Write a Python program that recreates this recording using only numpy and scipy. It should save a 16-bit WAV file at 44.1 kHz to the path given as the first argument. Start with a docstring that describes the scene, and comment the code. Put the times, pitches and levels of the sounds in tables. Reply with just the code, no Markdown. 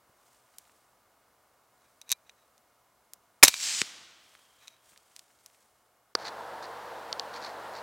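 """One rifle shot on open farmland at night, heard from a sight mounted on the rifle: the blast overloads the
microphone. Before it, cloth slides and the action clicks: random pushes ring through the resonances of the
metal. The bullet's crack hisses back off the field as swelling, sinking noise until the slap and thud of the
hit return. An echo of noise bands dies away, treble first, with a thin whistle in it. After an instant of
silence and a pop, the scene changes to louder night air with a low hum, ticks and rustling."""
import sys
import numpy as np
from scipy import signal
from scipy.fft import rfft, irfft, next_fast_len
from scipy.io import wavfile

SR = 44100
rng = np.random.default_rng(int(sys.argv[2]) if len(sys.argv) > 2 else 0)


def output_pcm(signal):
    """Save a mono or channel-first signal as 16-bit PCM at the path in sys.argv[1].

    Samples are clipped to [-1, 1] before scaling.
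    """
    pcm = np.clip(np.atleast_2d(signal).T, -1, 1) * 32767
    wavfile.write(sys.argv[1], SR, np.round(pcm).astype(np.int16))


N = 344871
TIME = np.arange(N) / SR

# when the rifle fires, the bullet lands and the scene changes to louder night air (s)
SHOT_S, HIT_S, SCENE_CHANGE_S = 3.4319, 3.8164, 6.148
LIGHT_T60_S, FIRM_T60_S = 0.008, 0.013  # a firmer contact sounds for longer

# Broad resonances of the rifle and sight. Each row: centre in Hz, width in Hz, boost in dB at full firmness.
BODY = [(1000, 240, 6), (2480, 300, 9), (3170, 400, -5.5), (3840, 350, 15.5), (4860, 630, -4),
        (6100, 800, 10), (9500, 2800, 3), (12900, 1500, 7.5)]
# Slides of the sleeve as the rifle is swung. Each row: middle in seconds, peak level in dB, half length in seconds.
SLIDES = [(.29, -70, .075), (.64, -70.5, .14), (1.9, -80, .14), (2.4, -84, .25), (3.3, -85, .2),
          (4.36, -67.5, .12), (4.65, -69, .06), (4.9, -65, .05), (5.12, -69.5, .08), (5.48, -70, .2)]
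# Bright resonance shared by the pop, the ticks and the rustles. Each row: centre in Hz, width in Hz, boost in dB.
SHARPNESS = [(4490, 750, 7)]


def from_db(db):
    """Decibels to gain."""
    return np.exp(np.asarray(db) * np.log(10) / 20)


def rms_one(x):
    """Scale to rms 1."""
    return x / np.sqrt(np.mean(x ** 2) + 1e-20)


def dying(t60, t=TIME):
    """Gain that holds until t = 0, then loses 60 dB in t60 seconds."""
    return from_db(-60 * np.maximum(t, 0) / t60)


def swells(rows):
    """Gain of short bell-shaped movements."""
    return sum(from_db(db) * np.exp(-0.5 * ((TIME - s) / half) ** 2) for s, db, half in rows)


def flutter(per_s, depth_db, t=TIME):
    """A gain that wanders at random: new targets per_s times a second, joined by straight lines in dB."""
    steps = np.arange(0, N / SR + 1, 1 / per_s)
    return from_db(depth_db * np.interp(t, steps, rng.standard_normal(len(steps))))


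def colour(spectrum, resonances, length):
    """Gain per frequency bin: a broad slope with resonant humps."""
    hz = np.maximum(np.arange(length // 2 + 1) * SR / length, 1)
    points = np.array(spectrum)
    db = np.interp(np.log(hz), np.log(points[:, 0]), points[:, 1])
    for centre, width, boost in resonances:
        db = db + boost / (1 + (2 * (hz - centre) / width) ** 2)
    return from_db(db)


def noise(spectrum, resonances=()):
    """Steady coloured noise of rms 1."""
    length = next_fast_len(N)
    white = rfft(rng.standard_normal(length))
    return rms_one(irfft(white * colour(spectrum, resonances, length), length)[:N])


def tones(rows):
    """Steady sines at their rms levels, each from a random phase."""
    return sum(np.sqrt(2) * from_db(db) * np.sin(2 * np.pi * (hz * TIME + rng.random())) for hz, db in rows)


def blow(spectrum, envelope, resonances=(), evenness=0.81, damping=0.2):
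    """A short random push, rich in all pitches, rings through a coloured filter; it keeps the envelope's energy."""
    size = len(envelope)
    push = rfft(rng.standard_normal(size) * envelope, 2 * size)
    push = push / np.abs(push) ** np.clip(evenness, 0, 1)  # evens out the random spectrum
    log_gain = np.log(colour(spectrum, resonances, 2 * size))
    mirrored = np.r_[log_gain, log_gain[-2:0:-1]]
    body = np.exp(np.conj(signal.hilbert(mirrored)))[:size + 1]  # minimum phase: it rings only afterwards
    ringing = irfft(push * body)[:size]
    return rms_one(ringing * envelope ** damping) * np.sqrt(np.mean(envelope ** 2))


def burst(spectrum, t60, resonances=(), size=4096):
    """A blow whose push starts at full strength and dies away."""
    return blow(spectrum, dying(t60, TIME[:size]), resonances)


def add(out, s, sound):
    """Mix a short sound in at a moment in seconds."""
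    start = round(s * SR)
    out[start:start + len(sound)] += sound[:N - start]


def quiet_air(start_db=-67, sink_db_per_s=0.46, gap_s=0.011):
    """Night air as coloured noise that sinks slowly over faint steady tones; it stops just before the louder air."""
    # Colour of the quiet air. Each row: frequency in Hz, relative level in dB.
    air_colour = [(15, -40), (25, -12), (69, -6.5), (129, -9.5), (151, -16.5), (188, -8.5), (358, -8),
                  (700, -1.5), (780, -4), (1170, -2.5), (1610, -9.5), (2110, -14.5), (2480, -16.5),
                  (2830, -18), (15400, -20.5)]
    # Faint whine. Each row: frequency in Hz, rms level in dB.
    whine = [(122, -89), (721, -85.5), (1439, -87), (2159, -87.5), (2880, -92), (10142, -93)]
    air = from_db(start_db - sink_db_per_s * TIME) * noise(air_colour)
    return (air + tones(whine)) * (TIME < SCENE_CHANGE_S - gap_s)


def handling(sleeve_rest_db=-88):
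    """Cloth slides as noise, hands rub the rifle into its resonances and bump the stock with dull blows."""
    # Colour of the cloth. Each row: frequency in Hz, relative level in dB.
    sleeve_colour = [(200, -9.5), (1200, 1), (2500, -1.5), (4000, -1.5), (8500, 2.5), (12000, -5.5),
                     (16000, -9.5)]
    # Hands rubbing on the rifle. Each row: middle in seconds, peak level in dB, half length in seconds.
    rubs = [(1.85, -75, .04), (2.085, -61, 0.011), (2.275, -71, .016), (2.41, -73.5, .03),
            (4.63, -60.5, .018), (4.72, -66, .035)]
    # Soft bumps against the stock. Each row: start in seconds, level in dB.
    bumps = [(.093, -64), (4.92, -65.5)]
    # Colour of a bump. Each row: frequency in Hz, relative level in dB.
    bump_colour = [(40, -8), (120, 0), (300, -1), (900, -16), (4000, -45)]
    rub_colour = [(300, -12.5), (1600, 1.5), (4000, -5.5), (16000, -19)]  # Hz, dB

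    sliding = (from_db(sleeve_rest_db) + swells(SLIDES)) * noise(sleeve_colour)
    rubbing = swells(rubs) * noise(rub_colour, BODY)
    out = (sliding + rubbing) * flutter(per_s=150, depth_db=2.5)
    for s, db in bumps:
        add(out, s, from_db(db) * burst(bump_colour, t60=0.067))
    return out


def small_clicks(count=28, above_sleeve_db=9.5, spread_db=2.5, low_hz=800, high_hz=4000, firmness=0.2):
    """Rows of faint touches at random moments, more frequent and stronger the harder the sleeve slides."""
    motion, chance = swells(SLIDES), rng.random((count, 3))
    at = np.searchsorted(np.cumsum(motion) / np.sum(motion), chance[:, 0])
    db = 20 * np.log10(motion[at]) + above_sleeve_db + spread_db * (2 * chance[:, 1] - 1)
    hz = low_hz * (high_hz / low_hz) ** chance[:, 2]
    return [(s, level, pitch, FIRM_T60_S, firmness) for s, level, pitch in zip(TIME[at], db, hz)]


def clicks(bounce_s=0.0063, bounce_db=-17.5):
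    """Rows of the handled rifle's contacts; each touches once more, softly."""
    # Clicks of the handled rifle. Each row: start in seconds, level in dB, brightest frequency in Hz,
    # firmness from 0 to 1 (how strongly the body is shaken).
    contacts = [(.5842, -33.5, 8200, 0), (.696, -54.5, 1800, 0.1), (2.0150, -38.5, 4800, 1),
                (2.0922, -34.5, 5500, .9), (2.1024, -29, 4230, 1), (2.1080, -27.5, 4500, 1),
                (2.1171, -12.5, 6500, .7), (2.1247, -15, 4420, 0.96), (2.2948, -41.5, 3000, .84),
                (2.579, -54, 5470, .6), (3.1349, -33, 8330, 0.06), (4.3513, -43, 1800, 0),
                (4.674, -44, 3835, .9), (4.6803, -35.5, 4000, .8), (4.961, -50, 1932, .17),
                (4.9758, -45.5, 5000, .12), (5.1637, -36, 5000, .1), (5.1930, -37, 5013, 0),
                (5.4610, -38.5, 5960, .15)]
    rows = []
    for s, db, hz, firmness in contacts:
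        t60 = LIGHT_T60_S + (FIRM_T60_S - LIGHT_T60_S) * firmness
        rows.append((s, db, hz, t60, firmness))
        rows.append((s + bounce_s, db + bounce_db, hz, t60, firmness))
    return rows


def knocks(rows, bass_db, mid_db, fall_db_per_octave, ring_db, ring_share):
    """Metal parts meet: a short crack through the rifle's body, then decaying sines that a gripping hand cuts short."""
    # Longer metallic ring. Each row: frequency in Hz, relative level in dB, t60 in seconds when not cut short.
    ring = [(2300, -31, .3), (2370, -26.5, .09), (2390, -31.5, 0.42), (2510, -31, .08), (3941, -37.5, 0.32),
            (4060, -37.5, 0.35), (4491, -36, .08), (5486, -30, .075), (5686, -30, .06), (8690, -36.5, .035)]
    out, t = np.zeros(N), TIME[:SR // 2]
    modes = []
    for hz, mode_db, mode_t60 in ring:
        mode = from_db(mode_db) * dying(mode_t60 * ring_share, t) * np.sin(2 * np.pi * hz * t)
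        modes.append(mode * flutter(per_s=120, depth_db=3.5, t=t))  # loose parts make the ring waver
    modes = np.array(modes)

    for s, db, hz, t60, firmness in rows:
        bright_side = [(hz, 0), (2 * hz, -fall_db_per_octave / 2), (8 * hz, -3 * fall_db_per_octave)]
        contact = [(60, bass_db), (hz / 10, mid_db)] + bright_side
        body = [(centre, width, boost * firmness) for centre, width, boost in BODY]
        strengths = from_db(db + ring_db + rng.normal(0, 2, (len(ring), 1)))
        add(out, s, from_db(db) * burst(contact, t60, body))
        add(out, s, firmness * np.sum(strengths * modes, axis=0))
    return out


def handled_rifle():
    """Contacts and faint touches on a held rifle: soft bass and a weak ring, cut short."""
    return knocks(clicks() + small_clicks(), bass_db=-17.5, mid_db=-22.5, fall_db_per_octave=15,
                  ring_db=-13, ring_share=0.3)


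def recoil():
    """Hard knocks of the action as it fires and recoils: fuller, with a strong and nearly uncut ring."""
    # Knocks of the action. Each row: start in seconds, level in dB, brightest frequency in Hz,
    # t60 of the push in seconds, firmness from 0 to 1.
    action = [(3.4277, -14, 4490, .028, .2), (3.4480, -11, 4960, 0.033, .6), (3.4553, -18, 5000, 0.042, .8),
              (3.4703, -24, 2600, 0.032, .7), (3.4790, -17.5, 6000, .038, .3),
              (3.4818, -7, 4600, 0.016, .18), (3.4872, -21.5, 5600, 0.024, .7),
              (3.4940, -30, 2400, 0.017, 1), (3.5408, -22, 2950, 0.013, 0.84)]
    return knocks(action, bass_db=-14.5, mid_db=-12.5, fall_db_per_octave=10.5, ring_db=5, ring_share=0.95)


def shot(strike_lead_s=0.0037, strike_hz=2450, strike_db=-4, strike_t60=0.03,
         blast_db=5.5, blast_hold_s=0.0064, blast_t60=0.0135, gas_db=-18.5, gas_t60=0.17):
    """The firing pin rings the action as a sine; the muzzle blast holds, collapses and leaves a tail of gas."""
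    # Colour of the muzzle blast. Each row: frequency in Hz, relative level in dB.
    blast_colour = [(30, -17), (90, -15.5), (170, -19.5), (420, -11.5), (650, -6.5), (1000, -6), (1450, -5),
                    (2100, -1), (3100, -7.5), (4200, 1), (7500, -1), (11000, -.5), (16000, -10)]
    # Narrow humps in the blast's colour. Each row: centre in Hz, width in Hz, boost in dB.
    blast_humps = [(290, 99.9, 7.5), (560, 110, 6), (900.5, 190, 8), (1180, 140, 7.5), (1861, 99, 8.5),
                   (2160, 198, 10), (2550, 57, 6), (5230, 500, 4.5), (7193, 640, 5), (9224, 250, 6)]
    out, t = np.zeros(N), TIME[:SR // 2]
    strike = from_db(strike_db) * dying(strike_t60, t) * np.sin(2 * np.pi * strike_hz * t)
    add(out, SHOT_S - strike_lead_s, strike)
    blast = from_db(blast_db) * dying(blast_t60, t - blast_hold_s)
    gas = from_db(gas_db) * dying(gas_t60, t)
    add(out, SHOT_S, blow(blast_colour, np.hypot(blast, gas), blast_humps, evenness=0.65))
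    return out


def scatter_level(level_db=-29.5, fall_db_per_s=15.5, swell_after_s=0.17, swell_rise_s=0.016, swell_db=12):
    """Gain of the scattered crack: a smooth swell, then a steady fall as the bullet draws away."""
    since = TIME - SHOT_S - swell_after_s
    still_low = 0.5 - 0.5 * np.tanh(0.5 * since / swell_rise_s)
    return from_db(level_db - swell_db * still_low - fall_db_per_s * np.maximum(since, 0))


def flight(near_s=3.2, far_s=3.67, end_t60=0.033, bounce=0.5, streak_hz=6000):
    """The shock wave scatters off the stubble, changing colour with distance, and stops when the bullet does."""
    # Colour of the crack off near ground. Each row: frequency in Hz, relative level in dB.
    near_colour = [(60, -24), (400, -17.5), (900, -10), (2500, -2.5), (4500, 1.5), (7000, -2.5),
                   (10000, -6.5), (16000, -16)]
    # Colour of the crack off far ground. Each row: frequency in Hz, relative level in dB.
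    far_colour = [(60, -42), (220, -21), (440, -28), (750, -17), (1300, -14.5), (2500, -5), (3700, -4.5),
                  (4600, -1), (6300, -3.5), (7600, -0.5), (8800, -8.5), (9700, -18.5), (15500, -30)]
    far = np.clip((TIME - near_s) / (far_s - near_s), 0, 1)
    scatter = np.sqrt(1 - far) * noise(near_colour) + np.sqrt(far) * noise(far_colour)

    # a second path lags more and more, so streaks slide down through the treble
    lag_s = np.interp(TIME, [3.55, 3.82], [0.00087, 0.00103])
    treble = signal.sosfiltfilt(signal.butter(2, streak_hz, "high", fs=SR, output="sos"), scatter)
    swirl = scatter + bounce * np.interp(TIME - lag_s, TIME, treble)

    ending = dying(end_t60, np.minimum(TIME - HIT_S, 1))
    return swirl * scatter_level() * flutter(per_s=400, depth_db=1.3) * (TIME > SHOT_S) * ending


def hit(crack_db=-13, crack_t60=0.012, thud_db=-30, thud_t60=0.026):
    """The bullet lands far off: a bright burst for the slap over a low one for the hollow thud."""
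    # Colour of the slap. Each row: frequency in Hz, relative level in dB.
    slap_colour = [(100, -26), (850, -19), (1400, -4), (2700, 3), (3600, -7), (5000, -1), (7500, -3.5),
                   (10000, -16.5), (16000, -43)]
    # Colour of the thud. Each row: frequency in Hz, relative level in dB.
    thud_colour = [(40, -34), (90, -12), (190, -2), (400, -2), (600, -13), (1000, -29), (4000, -64)]
    out = np.zeros(N)
    add(out, HIT_S, from_db(crack_db) * burst(slap_colour, crack_t60))
    add(out, HIT_S, from_db(thud_db) * burst(thud_colour, thud_t60))
    return out


def echo(start_db=-43, fall_db_per_s=33, air_db_per_s_per_khz=4.5, late_db=-17, late_t60=5.9):
    """The field keeps answering in noise bands; the longer the path, the more treble the air takes."""
    # Colour of the echo at its start. Each row: frequency in Hz, relative level in dB.
    echo_colour = [(35, -56), (60, -20), (298, -12), (350, -9), (393, -18), (496, -11), (544, -16),
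                   (771, -10), (929, -10), (1090, -7.5), (3490, -1.5), (7000, -4), (15400, -27)]
    out, wash = np.zeros(N), noise(echo_colour)
    age = np.maximum(TIME - HIT_S, 0)
    edges = np.geomspace(60, 16000, num=13)  # Hz
    for low, high in zip(edges, edges[1:]):
        band = signal.sosfilt(signal.butter(2, [low, high], "band", fs=SR, output="sos"), wash)
        centre_khz = np.sqrt(low * high) / 1000
        air_db = air_db_per_s_per_khz * centre_khz * age
        near = from_db(-fall_db_per_s * age - air_db)
        distant = from_db(late_db - 60 * age / late_t60 - air_db / 2)
        out += np.roll(band, rng.integers(N)) * np.hypot(near, distant)  # the shift unties the bands
    return from_db(start_db) * out * (TIME > HIT_S)


def whistle(hz=3200, width_hz=170, peak_db=-73, rise_s=0.08, hold_s=0.74, t60=3.0):
    """A thin whistle of narrow noise hangs in the echo, then dies away."""
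    age = TIME - HIT_S
    envelope = from_db(peak_db) * np.clip(age / rise_s, 0, 1) * dying(t60, age - hold_s)
    lower_side = [(hz - 4 * width_hz, -35), (hz - width_hz, -9)]
    upper_side = [(hz + width_hz, -9), (hz + 4 * width_hz, -35)]
    return envelope * noise(lower_side + [(hz, 0)] + upper_side)


def loud_air(start_db=-42.5, rise_db_per_s=0.66, fade_in_s=0.023):
    """Louder night air as coloured noise that fades in quickly and creeps up, over a low hum of steady sines."""
    # Colour of the loud air. Each row: frequency in Hz, relative level in dB.
    air_colour = [(24, -87), (40, -57), (57, -43), (71, -32.5), (103, -22.5), (212, -13.5), (266, -14),
                  (349, -5.5), (386, -10), (471, 2), (520, -1), (923, 3), (1240, -4), (1640, -5.5),
                  (2320, -17), (4330, -19.5), (6130, -27), (13900, -33), (15400, -34)]
    # Low hum. Each row: frequency in Hz, rms level in dB.
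    hum = [(80.7, -71.5), (129.2, -73), (209.9, -71), (301.5, -73.5)]
    since = np.maximum(TIME - SCENE_CHANGE_S, 0)
    gain = from_db(start_db + rise_db_per_s * since) * (1 - np.exp(-since / fade_in_s))
    return (gain * noise(air_colour) + tones(hum)) * (TIME >= SCENE_CHANGE_S)


def pop(start_s=6.1519, level_db=-11, t60=0.0098):
    """A single short burst with a bright resonance, as the louder air fades in."""
    # Colour of the pop. Each row: frequency in Hz, relative level in dB.
    pop_colour = [(30, -50), (60, -35), (150, -26), (280, -4.5), (470, 9), (700, -10), (1250, 4),
                  (1750, -1.5), (2300, -12.5), (3200, -18), (4000, -4.5), (5100, 1.5), (6500, -12),
                  (16000, -37.5)]
    out = np.zeros(N)
    add(out, start_s, from_db(level_db) * burst(pop_colour, t60, SHARPNESS))
    return out


def dry_ticks():
    """Dry ticks: very short bright bursts."""
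    # Each row: start in seconds, level in dB, t60 of the push in seconds.
    ticks = [(6.1895, -42, .006), (7.1278, -18.5, 0.0073), (7.1963, -19.5, 0.0092)]
    # Colour of a tick. Each row: frequency in Hz, relative level in dB.
    tick_colour = [(300, -27.5), (2200, -15), (3200, -3), (4500, -0.5), (6000, -7), (10000, -28.5),
                   (16000, -36)]
    out = np.zeros(N)
    for s, db, t60 in ticks:
        add(out, s, from_db(db) * burst(tick_colour, t60, SHARPNESS))
    return out


def grass():
    """Rustles in the grass: brief swells of fluttering noise."""
    # Each row: middle in seconds, peak level in dB before the flutter, half length in seconds.
    rustles = [(6.218, -47.5, 0.015), (6.258, -38.5, .0067), (6.280, -40, 0.0085), (6.64, -48, .011),
               (7.359, -45, .016), (7.452, -45, .03), (7.77, -48, 0.018)]
    # Colour of the grass. Each row: frequency in Hz, relative level in dB.
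    grass_colour = [(500, -19), (1800, 3.5), (3000, -9), (4000, 0.5), (6000, -6.5), (9000, -20),
                    (15000, -32)]
    return swells(rustles) * noise(grass_colour, SHARPNESS) * flutter(per_s=400, depth_db=4)


def scene():
    """One microphone, the same in both ears."""
    rifle = handling() + handled_rifle() + recoil() + shot()
    field = flight() + hit() + echo() + whistle()
    night = quiet_air() + loud_air() + pop() + dry_ticks() + grass()
    mono = rifle + field + night
    return np.stack([mono, mono])


def record(dry, hiss_db=-79, low_cut_hz=42, top_cut_hz=15900):
    """The blast is clipped flat and loses its deepest bass; a very faint steady hiss, independent in left and
    right, lies over everything; the top is cut."""
    clipped = np.clip(dry, -0.95, 0.95)
    thinned = signal.sosfilt(signal.butter(2, low_cut_hz, "high", fs=SR, output="sos"), clipped)
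    hissy = thinned + from_db(hiss_db) * rng.standard_normal(dry.shape)
    return signal.sosfilt(signal.ellip(10, 0.2, 90, top_cut_hz, fs=SR, output="sos"), hissy)


dry = scene()
out = record(dry)
output_pcm(out)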